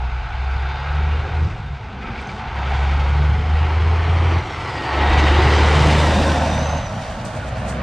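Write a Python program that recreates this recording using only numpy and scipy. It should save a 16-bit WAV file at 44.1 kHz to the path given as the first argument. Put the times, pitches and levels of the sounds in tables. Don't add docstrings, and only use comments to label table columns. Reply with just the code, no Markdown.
import sys
import numpy as np
from scipy import signal
from scipy.fft import rfft, irfft, next_fast_len
from scipy.io import wavfile

SR = 44100
rng = np.random.default_rng(int(sys.argv[2]) if len(sys.argv) > 2 else 0)


def dump_mix(stems):
    frames = np.atleast_2d(stems).T
    limited = np.clip(frames, -1, 1)
    pcm = np.round(limited * 32767).astype(np.int16)
    wavfile.write(sys.argv[1], SR, pcm)


N = 344862

# t/s, deep rumble/dB, upper rumble/dB, flutter/dB
RUMBLE_LEVELS = [(0, -32, -39, -48.5), (.9, -32.5, -36, -53), (1.45, -32, -26.5, -45), (1.8, -35, -36, -48),
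                 (2.1, -40, -36.5, -34), (2.6, -35, -32.5, -44), (3.5, -31.5, -27.5, -36.5),
                 (3.8, -35, -26.5, -60), (4.35, -32.5, -26.5, -45), (4.85, -45, -31.5, -49),
                 (5.1, -26, -30, -44), (5.5, -31, -22.5, -36), (6.3, -33, -27.5, -25), (6.8, -34, -27, -32),
                 (7.1, -33, -30, -34.5), (7.82, -45, -29.5, -29)]
RUMBLE_LUMPS_DB, LUMP_RATE_HZ = 2.5, 10.6

# t/s, peak level/dB, rise/s, fall/s, thump level/dB
RUB_STROKES = [(7.024, -52, 0.06, 0.11, -75), (7.252, -41.5, 0.0044, 0.051, -36),
               (7.368, -48, 0.033, .025, -63), (7.49, -50, 0.092, 0.022, -62),
               (7.585, -50.5, .03, 0.065, -46), (7.695, -38.5, 0.026, 0.039, -41),
               (7.77, -68, .03, .05, -51)]
# f/Hz, relative density/dB
RUB_SPECTRUM = [(2650, -24), (4500, -1), (5150, -4), (6010, -1), (7740, -2), (9130, -1), (9920, -15),
                (13400, -25), (15500, -27)]
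STROKE_RANGE_DB, THUMP_HZ = 12, 110

# t/s, peak level/dB, f/Hz, t60/s
TICK_MODES = [(2.06, -25, 2340, .02), (2.158, -19, 2200, .015), (2.189, -22, 2350, 0.024),
              (2.214, -48, 8100, 0.044), (2.214, -63.5, 10200, .03), (2.272, -40, 6220, .04),
              (2.293, -23, 2300, 0.033), (2.557, -51, 8300, .02), (2.698, -42, 10200, 0.0072),
              (6.29, -18, 1515, 0.088), (7.2522, -25, 8500, .005), (7.2514, -40, 12500, .003)]

# t/s, side facing us (-1 front, 0 flank, 1 rear), echo delay/ms, echo share,
# echo dullness (0-1), side re mid level/dB, bark re boom level/dB
TRUCK_PLACE = [(0, -1.23, 0.76, 0.45, 0.6, -63, -40), (1.3, -0.67, 0.76, 0.12, 0.1, -62, -38.5),
               (2.5, -0.86, 0.8, 0.34, 1, -64, -31), (3.6, -0.45, 0.97, 0.19, 0, -63, -42),
               (4.3, -0.23, 0.87, 0.55, 1, -65, -29), (4.7, -0.28, 0.89, 0.52, 1, -64, -16),
               (5.2, -0.35, 0.95, 0.65, 1, -68, -13.5), (5.6, -0.38, 0.98, 0.16, 0, -85, -16),
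               (6.0, 0.12, 0.95, 0.55, 1, -32, -13), (6.4, 0.46, 1.1, 0.57, 0.97, -17, -17),
               (7.0, 0.72, 0.86, 0.22, 1, -12, -13), (7.82, 0.43, 1.63, 0.32, 0.9, -9.5, -36)]
PAN_DB, PAN_FROM_HZ, PAN_TO_HZ = -10, 450, 3000
WHISTLE_WIDTH_DB, TICK_WIDTH_DB = -3, 2

# t/s, f/Hz, level/dB
TURBO_WHISTLE = [(.35, 4450, -62), (.6, 4720, -57), (.8, 4840, -56), (1.0, 4880, -62), (1.4, 4800, -66),
                 (1.6, 4500, -75), (2.8, 4700, -72), (3.2, 4980, -60), (3.9, 5250, -64), (4.15, 5680, -56),
                 (4.37, 5970, -54), (4.45, 5750, -54), (4.55, 5380, -53), (4.65, 5080, -47),
                 (4.8, 4790, -46), (4.95, 4520, -43), (5.05, 4530, -51), (5.2, 4590, -44),
                 (5.32, 4720, -50), (5.45, 4850, -48), (5.59, 4970, -41), (5.82, 5220, -43),
                 (5.95, 5300, -50), (6.1, 5450, -51), (6.22, 5600, -46), (6.35, 5750, -49),
                 (6.45, 5850, -46), (6.55, 5960, -42), (6.67, 6140, -38), (6.75, 6225, -46),
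                 (6.82, 6150, -41), (6.87, 5930, -44), (6.92, 5750, -58), (7.04, 5660, -56),
                 (7.12, 5720, -60)]
# t/s, f/Hz, level/dB
GEAR_WHINES = [
    [(.4, 3600, -58), (.63, 3600, -53), (.8, 3670, -47.5), (1.0, 3700, -53), (1.4, 3660, -58)],
    [(.55, 4090, -60), (.83, 4120, -52), (1.0, 4080, -57), (1.4, 4060, -58)],
    [(2.65, 2200, -50), (2.85, 2200, -44), (3.1, 2210, -49)],
    [(2.55, 3540, -55), (2.85, 3620, -49), (3.25, 3760, -54)],
    [(4.5, 1340, -48), (4.68, 1350, -36), (4.8, 1340, -43), (4.92, 1320, -39), (5.0, 1310, -30),
     (5.1, 1290, -38)],
    [(4.55, 2010, -48), (4.68, 1960, -36), (4.8, 1885, -36), (4.87, 1850, -37), (4.97, 1885, -32),
     (5.08, 1885, -31), (5.13, 1970, -30), (5.2, 1920, -32), (5.3, 1950, -33), (5.9, 2010, -36),
     (6.05, 2010, -44)],
    [(4.8, 2350, -47), (4.88, 2330, -41), (5.0, 2290, -46)],
    [(6.2, 3640, -48), (6.35, 3680, -45), (6.55, 3730, -47), (6.68, 3800, -48), (6.95, 3760, -56)],
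]
# t/s, f/Hz, level/dB
FLANK_HUMS = [
    [(5.1, 320, -34), (5.25, 335, -32), (5.55, 420, -27), (5.7, 440, -26), (5.82, 480, -30),
     (5.95, 546, -26), (6.2, 561, -29), (6.4, 555, -34), (6.65, 558, -27.5), (6.8, 559, -39)],
    [(4.95, 3710, -44), (5.2, 3690, -36), (5.5, 3660, -42), (5.75, 3640, -41), (5.97, 3600, -36),
     (6.18, 3630, -38), (6.3, 3670, -47)],
]
HUM_WIDTH_AT_400_HZ = 45
WHISTLE_FLICKER_DB = 1.5

# t/s, level/dB, growl change/dB (full from 300 Hz down),
# treble change/(dB per octave above 2500 Hz)
ROAR_LEVELS = [(0, -29.5, -2.5, 0), (.9, -25.5, -5.5, -2), (1.35, -28, 3, -2), (1.47, -31.5, 11, 1.5),
               (1.7, -34.5, -4.5, 0), (1.98, -33, 5, -1), (2.09, -28.5, 5.5, -3.5), (2.35, -30, 8, 4.5),
               (2.42, -27.5, -2.5, -1.5), (2.48, -26.5, -2, -2), (2.58, -25.5, 3, -1.5),
               (2.74, -23, -2.5, 0.5), (3.1, -25, 1, -1), (3.44, -27, 1.5, -1), (3.9, -24, 2, -2.5),
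               (4.35, -21.5, 1.5, -3), (4.43, -27, -1.5, -0.5), (4.84, -24, 6.5, 1),
               (4.92, -18.5, -2, -2.5), (5.0, -17.5, 3.5, -2.5), (5.3, -15.5, 3.5, 0),
               (5.9, -16.5, -3.5, 2), (6.3, -20, 10, 5), (6.76, -25.5, -4.5, 2.5), (6.85, -29, -5.5, 2.5),
               (7.08, -30.5, -3.5, 5), (7.14, -32, -3.5, 5), (7.4, -31.5, 1.5, 1), (7.82, -28, -5.5, -3.5)]
# f/Hz, relative density/dB
FRONT_SPECTRUM = [(170, -48), (260, -22), (400, -11.5), (600, -17), (820, -2.5), (1150, -16.5), (1400, -7),
                  (1750, -8), (2300, -9), (3200, -16.5), (4600, -26), (6500, -34.5), (9000, -47.5),
                  (12000, -70.5), (15500, -71.5)]
FLANK_SPECTRUM = [(100, -14), (170, -17.5), (183, -21), (230, -16.5), (278, 4.5), (429, 0.5), (602, -5),
                  (912, -5), (1640, -7), (1940, -9.5), (2260, -6.5), (6490, -27.5), (9110, -34),
                  (10800, -39), (12500, -53.5), (15500, -63)]
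REAR_SPECTRUM = [(170, -12.5), (250, 7), (400, -21.5), (550, 7), (720, 8.5), (950, -5.5), (1300, -3.5),
                 (2000, -10.5), (3000, -16), (4500, -22.5), (6500, -30.5), (9000, -43), (12000, -50.5),
                 (15500, -66.5)]
# f/Hz, width/Hz, gain at full strength/dB
BODY_MODES = [(498, 59, 8), (744, 340, 5.5), (947, 33, -1.5), (1207, 45, -9), (1290, 117, 8),
              (1525, 140, 3), (1730, 250, -16.5), (2100, 91, 0.5), (2500, 350, -3), (3600, 42, 4),
              (4266, 62, 8), (4740, 190, 5.5), (6200, 130, 2), (7340, 100, 2)]
# f/Hz, change of side re mid level/dB
WIDTH_SPECTRUM = [(100, -40.5), (300, -29.5), (500, -21), (700, -23.5), (900, 17.5), (1150, -1.5),
                  (1400, 3), (2000, 4.5), (3300, -9), (4200, 2.5), (5500, 7), (8000, 13.5), (14000, 8.5)]
# t/s, side re mid level/dB
TREBLE_WIDTHS = [(0, -52), (4.5, -47.5), (5.28, -56), (5.36, -22), (5.79, -29), (5.83, -60), (5.88, -29),
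                 (6.0, -22)]
TREBLE_FROM_HZ = 2200
TOP_HZ, TOP_WIDTH_DB = 11000, -8
# t/s, change of the clatter/dB, half width/s
ROAD_JOLTS = [(2.03, 3.5, 0.01), (2.07, 3, 0.016), (2.157, 2, .008), (2.19, 3, 0.025), (2.293, 1, 0.011),
              (2.345, -2, 0.029), (3.005, 3, 0.0048), (3.035, -0.5, 0.0071), (5.135, 4.5, .01),
              (5.195, 4, 0.015), (5.245, -0.5, 0.0073), (5.283, 2, 0.015), (5.54, 3.5, 0.0083),
              (5.85, -2.5, 0.004), (5.905, -0.5, 0.0052), (6.282, 0, 0.0079), (6.394, -3, 0.0082)]
JOLT_FROM_HZ = 1160
PANEL_LOW_HZ, PANEL_HIGH_HZ, PANEL_COUNT = 330, 9000, 44
PANEL_DB, PANEL_WIDTH_AT_1_KHZ = -7, 25.4
PANEL_FLICKER_DB, FLICKER_RATE_HZ = 4.5, 7

# t/s, f/Hz
FIRING_RATE = [(0, 61), (.6, 67), (1.35, 77.5), (1.5, 77), (2.0, 64), (2.45, 66.5), (3.24, 73),
               (4.09, 82.5), (4.38, 84.5), (4.85, 71), (5.9, 76.2), (6.75, 76.8), (7.0, 70), (7.3, 65),
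               (7.82, 64.5)]
CYLINDER_LEVELS = [0.5, 2, -5, -4, -0.5, -9]
# multiple of crank speed, level re boom/dB
CRANK_ORDER_LEVELS = [(2, -19), (4, -30.5), (4.5, -24.5), (5, -22.5), (9, -28), (18, -40.5)]
# t/s, level re boom/dB
SECOND_ORDER = [(0, -13.5), (.25, -10), (.4, -15), (.55, -33), (.75, -5.5), (1.0, -14.5), (1.45, -18.5),
                (1.6, -4), (2.4, -19.5), (2.85, -15), (3.1, -13), (3.42, -10), (3.6, -23.5), (4.15, -21),
                (5.0, -29), (5.62, -24), (5.8, -3), (6.05, -8), (6.15, -21), (6.35, -8), (6.55, -6),
                (6.8, -11), (7.82, -12)]
SECOND_WAVER_DB = 2
# t on/s, t off/s, rise/s, boom at first/dB, boom at last/dB
THROTTLE_PULLS = [(-.5, 1.45, .1, -22, -15), (2.15, 2.22, .02, -27, -27), (2.38, 4.37, .22, -13, -14.5),
                  (4.85, 6.79, .09, -12.5, -15), (7.36, 8.0, .04, -15, -12)]
# t/s, depth/dB, half width/s
BOOM_DIPS = [(0.292, 12.5, 0.12), (.64, 1, 0.099), (.8, 9, 0.11), (1.27, 10.5, 0.082), (3.07, 2.5, 0.046),
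             (3.43, 5, 0.071), (3.7, 3.5, 0.06), (4.04, 3, 0.058), (7.6, 3, 0.046)]
RISE_DEPTH_DB, RELEASE_DB_PER_S = 26, 260
COAST_DB, COAST_WAVER_DB, PULL_WAVER_DB = -41.5, 5.5, 0.16
PASS_S, RECEDE_S = 5.8, .4
KNOCK_DB, KNOCK_SHARE, KNOCK_START = 3, 0.44, .4

# f/Hz, level/dB
MICROPHONE_RESPONSE = [(20, -1), (9300, -1.5), (10200, -8), (12500, -2), (16000, 2.5)]
CUTOFF_HZ = 15750


def from_db(db):
    return 10 ** (np.asarray(db) / 20)


def rms_one(x):
    return x / np.sqrt(np.mean(x ** 2) + 1e-20)


def in_time(rows):
    s, *columns = np.transpose(rows)
    return [np.interp(np.arange(N) / SR, s, c) for c in columns]


def within(rows):
    first, last = rows[0][0], rows[-1][0]
    return np.interp(np.arange(N) / SR, [first - .05, first, last, last + .05], [0, 1, 1, 0])


def at_hz(points, hz):
    f, db = np.transpose(points)
    return np.interp(np.log(hz), np.log(f), db)


def drift(rate):
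    r = np.exp(-80 * np.pi * rate / SR)
    noise = rng.standard_normal(N // 40 + 2002)
    slow = signal.lfilter([1], [1, -2 * r, r * r], noise)[2000:]
    return np.interp(np.arange(N) / 40, np.arange(len(slow)), rms_one(slow))


def band(x, low_hz, high_hz, order=2):
    return signal.sosfilt(signal.butter(order, [low_hz, high_hz], "band", fs=SR, output="sos"), x)


def resonance(x, hz, width):
    r = np.exp(-np.pi * width / SR)
    zeros = [(1 - r * r) / 2, 0, (r * r - 1) / 2]
    return signal.lfilter(zeros, [1, -2 * r * np.cos(2 * np.pi * hz / SR), r * r], x)


def low_rumble():
    out = 0
    for db, (low_hz, high_hz) in zip(in_time(RUMBLE_LEVELS), [(36, 65.5), (88, 135.0), (165, 237.3)]):
        rumble = rms_one(band(rng.standard_normal(N), low_hz, high_hz))
        out = out + rumble * from_db(db + RUMBLE_LUMPS_DB * drift(LUMP_RATE_HZ))
    return out


def rubbing():
    hz, t = np.maximum(np.fft.rfftfreq(N, 1 / SR), 1), np.arange(N) / SR
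    noise = irfft(rfft(rng.standard_normal((2, N))) * from_db(at_hz(RUB_SPECTRUM, hz)), N)
    noise = rms_one(noise) * from_db([[0], [-1.5]])
    thump = rms_one(band(rng.standard_normal(N), 15, THUMP_HZ)) * [[0], [1]]
    out = 0
    for s, db, rise, fall, thump_db in RUB_STROKES:
        shape = from_db(-STROKE_RANGE_DB * np.maximum((t - s) / fall, (s - t) / rise))
        out = out + shape * (from_db(db) * noise + from_db(thump_db) * thump)
    return out


def ticks():
    out, t = np.zeros(N), np.arange(2000) / SR
    for s, db, hz, t60 in TICK_MODES:
        at = round(s * SR)
        build = np.minimum(t * hz / 2, 1) ** 2
        decay = from_db(db - 60 * t / max(t60, .002))
        out[at:at + 2000] += build * decay * np.sin(2 * np.pi * hz * t)
    return out


def road_echo(x):
    _, delay_ms, share, dull, _, _ = in_time(TRUCK_PLACE)
    late = np.interp(np.arange(N) - delay_ms * SR / 1000, np.arange(N), x)
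    bright = signal.lfilter([.45], [1, -.55], late)
    dark = signal.lfilter([.1], [1, -.9], late)
    echo = bright + np.clip(dull, 0, 1) * (dark - bright)
    return (x + share * echo) / np.sqrt(1 + share ** 2)


def breathy(rows, width_hz, clear):
    hz, db = in_time(rows)
    phase = 2 * np.pi * np.cumsum(hz) / SR
    shaken = (clear + drift(width_hz)) * np.sin(phase) + drift(width_hz) * np.cos(phase)
    return rms_one(shaken) * from_db(db + WHISTLE_FLICKER_DB * drift(8.8)) * within(rows)


def whistling():
    out = breathy(TURBO_WHISTLE, width_hz=70, clear=1.1)
    for whine in GEAR_WHINES:
        out += breathy(whine, width_hz=25, clear=2.2)
    for hum in FLANK_HUMS:
        first_hz = hum[0][1]
        out += breathy(hum, width_hz=HUM_WIDTH_AT_400_HZ * np.sqrt(first_hz / 400), clear=0)
    return out


def panels(mid):
    scatter = rng.uniform(.97, 1.03, PANEL_COUNT)
    out = 0
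    for hz in np.geomspace(PANEL_LOW_HZ, PANEL_HIGH_HZ, PANEL_COUNT) * scatter:
        gain = from_db(PANEL_DB + PANEL_FLICKER_DB * drift(FLICKER_RATE_HZ))
        out = out + gain * resonance(mid, hz, PANEL_WIDTH_AT_1_KHZ * np.sqrt(hz / 1000))
    return out


def roar(throb, knock_db, patchy_db, throb_depth):
    t = np.arange(N) / SR
    level_db, growl_db, treble_db = in_time(ROAR_LEVELS)
    facing, _, _, _, width_db, _ = in_time(TRUCK_PLACE)
    treble_width_db = in_time(TREBLE_WIDTHS)[0]
    front, rear = np.clip(-facing, 0, 1), np.clip(facing, 0, 1)
    flank = 1 - front - rear
    clatter_db = knock_db + sum(db * np.exp(-((t - s) / half) ** 2) for s, db, half in ROAD_JOLTS)

    white = rng.standard_normal((2, 2, N)) * (1 + throb_depth * (throb - 1))
    falling = signal.sosfilt(signal.butter(3, 2000, fs=SR, output="sos"), white)
    out, together = 0, drift(6)
    edges = 180 * 2 ** np.arange(0, 6.5, 1 / 3)
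    for k, (low, high) in enumerate(zip(edges, edges[1:])):
        hz = np.sqrt(low * high)
        undo_fall = np.sqrt(1 + (np.tan(np.pi * hz / SR) / np.tan(np.pi * 2000 / SR)) ** 6)
        db = front * at_hz(FRONT_SPECTRUM, hz) + rear * at_hz(REAR_SPECTRUM, hz)
        db = db + flank * at_hz(FLANK_SPECTRUM, hz)
        db = db + growl_db * np.clip(np.log2(600 / hz), 0, 1)
        db = db + treble_db * np.clip(np.log2(hz / 2500), 0, 1.8)
        db = db + patchy_db * (0.26 * together + drift(20.0))
        db = db + clatter_db * np.clip(np.log2(hz / JOLT_FROM_HZ), 0, 1)
        if hz < TOP_HZ:
            wide_db = np.maximum(width_db, treble_width_db) if hz > TREBLE_FROM_HZ else width_db
            side_db = wide_db + at_hz(WIDTH_SPECTRUM, hz)
        else:
            side_db = np.full(N, TOP_WIDTH_DB)
        mid_and_side = np.array([np.ones(N), from_db(side_db)])
        out = out + band(falling[k % 2], low, high) * undo_fall * from_db(db) * mid_and_side

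    out[0] += panels(out[0])
    body = sum((from_db(db) - 1) * resonance(out, hz, width) for hz, width, db in BODY_MODES)
    out = out + body * np.clip(0.23 + 0.5 * front - 0.32 * rear, 0, 1)
    return out / np.std(out[0]) * from_db(level_db)


def boom_level():
    t = np.arange(N) / SR
    level = np.full(N, -90.)
    for on, off, rise, first_db, last_db in THROTTLE_PULLS:
        pull = np.interp(t, [on, off], [first_db, last_db])
        pull -= RISE_DEPTH_DB * np.exp(-np.maximum(t - on, 0) / rise)
        outside_s = np.maximum(t - off, 0) + np.maximum(on - t, 0)
        level = np.maximum(level, pull - RELEASE_DB_PER_S * outside_s)
    level -= 10 * np.log10(1 + (np.maximum(t - PASS_S, 0) / RECEDE_S) ** 2)
    level -= sum(depth_db * np.exp(-((t - s) / width) ** 2) for s, depth_db, width in BOOM_DIPS)
    waver = drift(5.3)
    return np.maximum(level + PULL_WAVER_DB * waver, COAST_DB + COAST_WAVER_DB * waver)


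def exhaust():
    boom_db = boom_level()
    second_db = boom_db + in_time(SECOND_ORDER)[0] + SECOND_WAVER_DB * drift(8)
    firings = np.cumsum(in_time(FIRING_RATE)[0] * (1 + 0.00567 * drift(6.71))) / SR
    first = from_db(boom_db) * np.sin(2 * np.pi * firings)
    second = from_db(second_db) * np.sin(4 * np.pi * firings + 1.0)
    clean = np.sqrt(2) * (first + second)
    for order, db in CRANK_ORDER_LEVELS:
        order_gain = from_db(boom_db + db + 2.5 * drift(3.0))
        clean += order_gain * np.sin(2 * np.pi * order * firings / 3)

    cylinder = from_db(CYLINDER_LEVELS)[firings.astype(int) % 6]
    throb = cylinder * np.exp(-3.0 * (firings % 1))
    bark_db = boom_db + in_time(TRUCK_PLACE)[5] + 3.45 * drift(0.68)
    bark = rms_one(band(throb, 164, 900)) * from_db(bark_db)
    knock_db = KNOCK_DB * np.exp(-((firings / 6 - KNOCK_START) % 1) / KNOCK_SHARE)
    return clean + bark, throb / throb.mean(), knock_db - knock_db.mean()


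def scene():
    boom, throb, knock_db = exhaust()
    mid, side = roar(throb, knock_db, patchy_db=0.59, throb_depth=0.11)
    whistles, truck, tick = whistling(), road_echo(mid), ticks()
    rub_mid, rub_side = rubbing()
    width = from_db(in_time(TRUCK_PLACE)[4])
    lean = np.tanh(-PAN_DB * width * np.log(10) / 40) * band(truck, PAN_FROM_HZ, PAN_TO_HZ)
    lean += width * (from_db(WHISTLE_WIDTH_DB) * whistles + from_db(TICK_WIDTH_DB) * tick)
    middle = truck + whistles + boom + low_rumble() + tick + rub_mid
    return middle + (side + rub_side - lean) * [[1], [-1]]


def record(dry):
    size = next_fast_len(N + 8192)
    fade = np.interp(np.arange(size), [N, size], [1, 0])
    padded = np.pad(dry, ((0, 0), (0, size - N)), "reflect") * fade
    hz = np.maximum(np.fft.rfftfreq(size, 1 / SR), 1)
    coloured = irfft(rfft(padded) * from_db(at_hz(MICROPHONE_RESPONSE, hz)), size)[:, :N]
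    return signal.sosfilt(signal.cheby2(16, 60, CUTOFF_HZ, fs=SR, output="sos"), coloured)


dry = scene()
out = record(dry)
dump_mix(out)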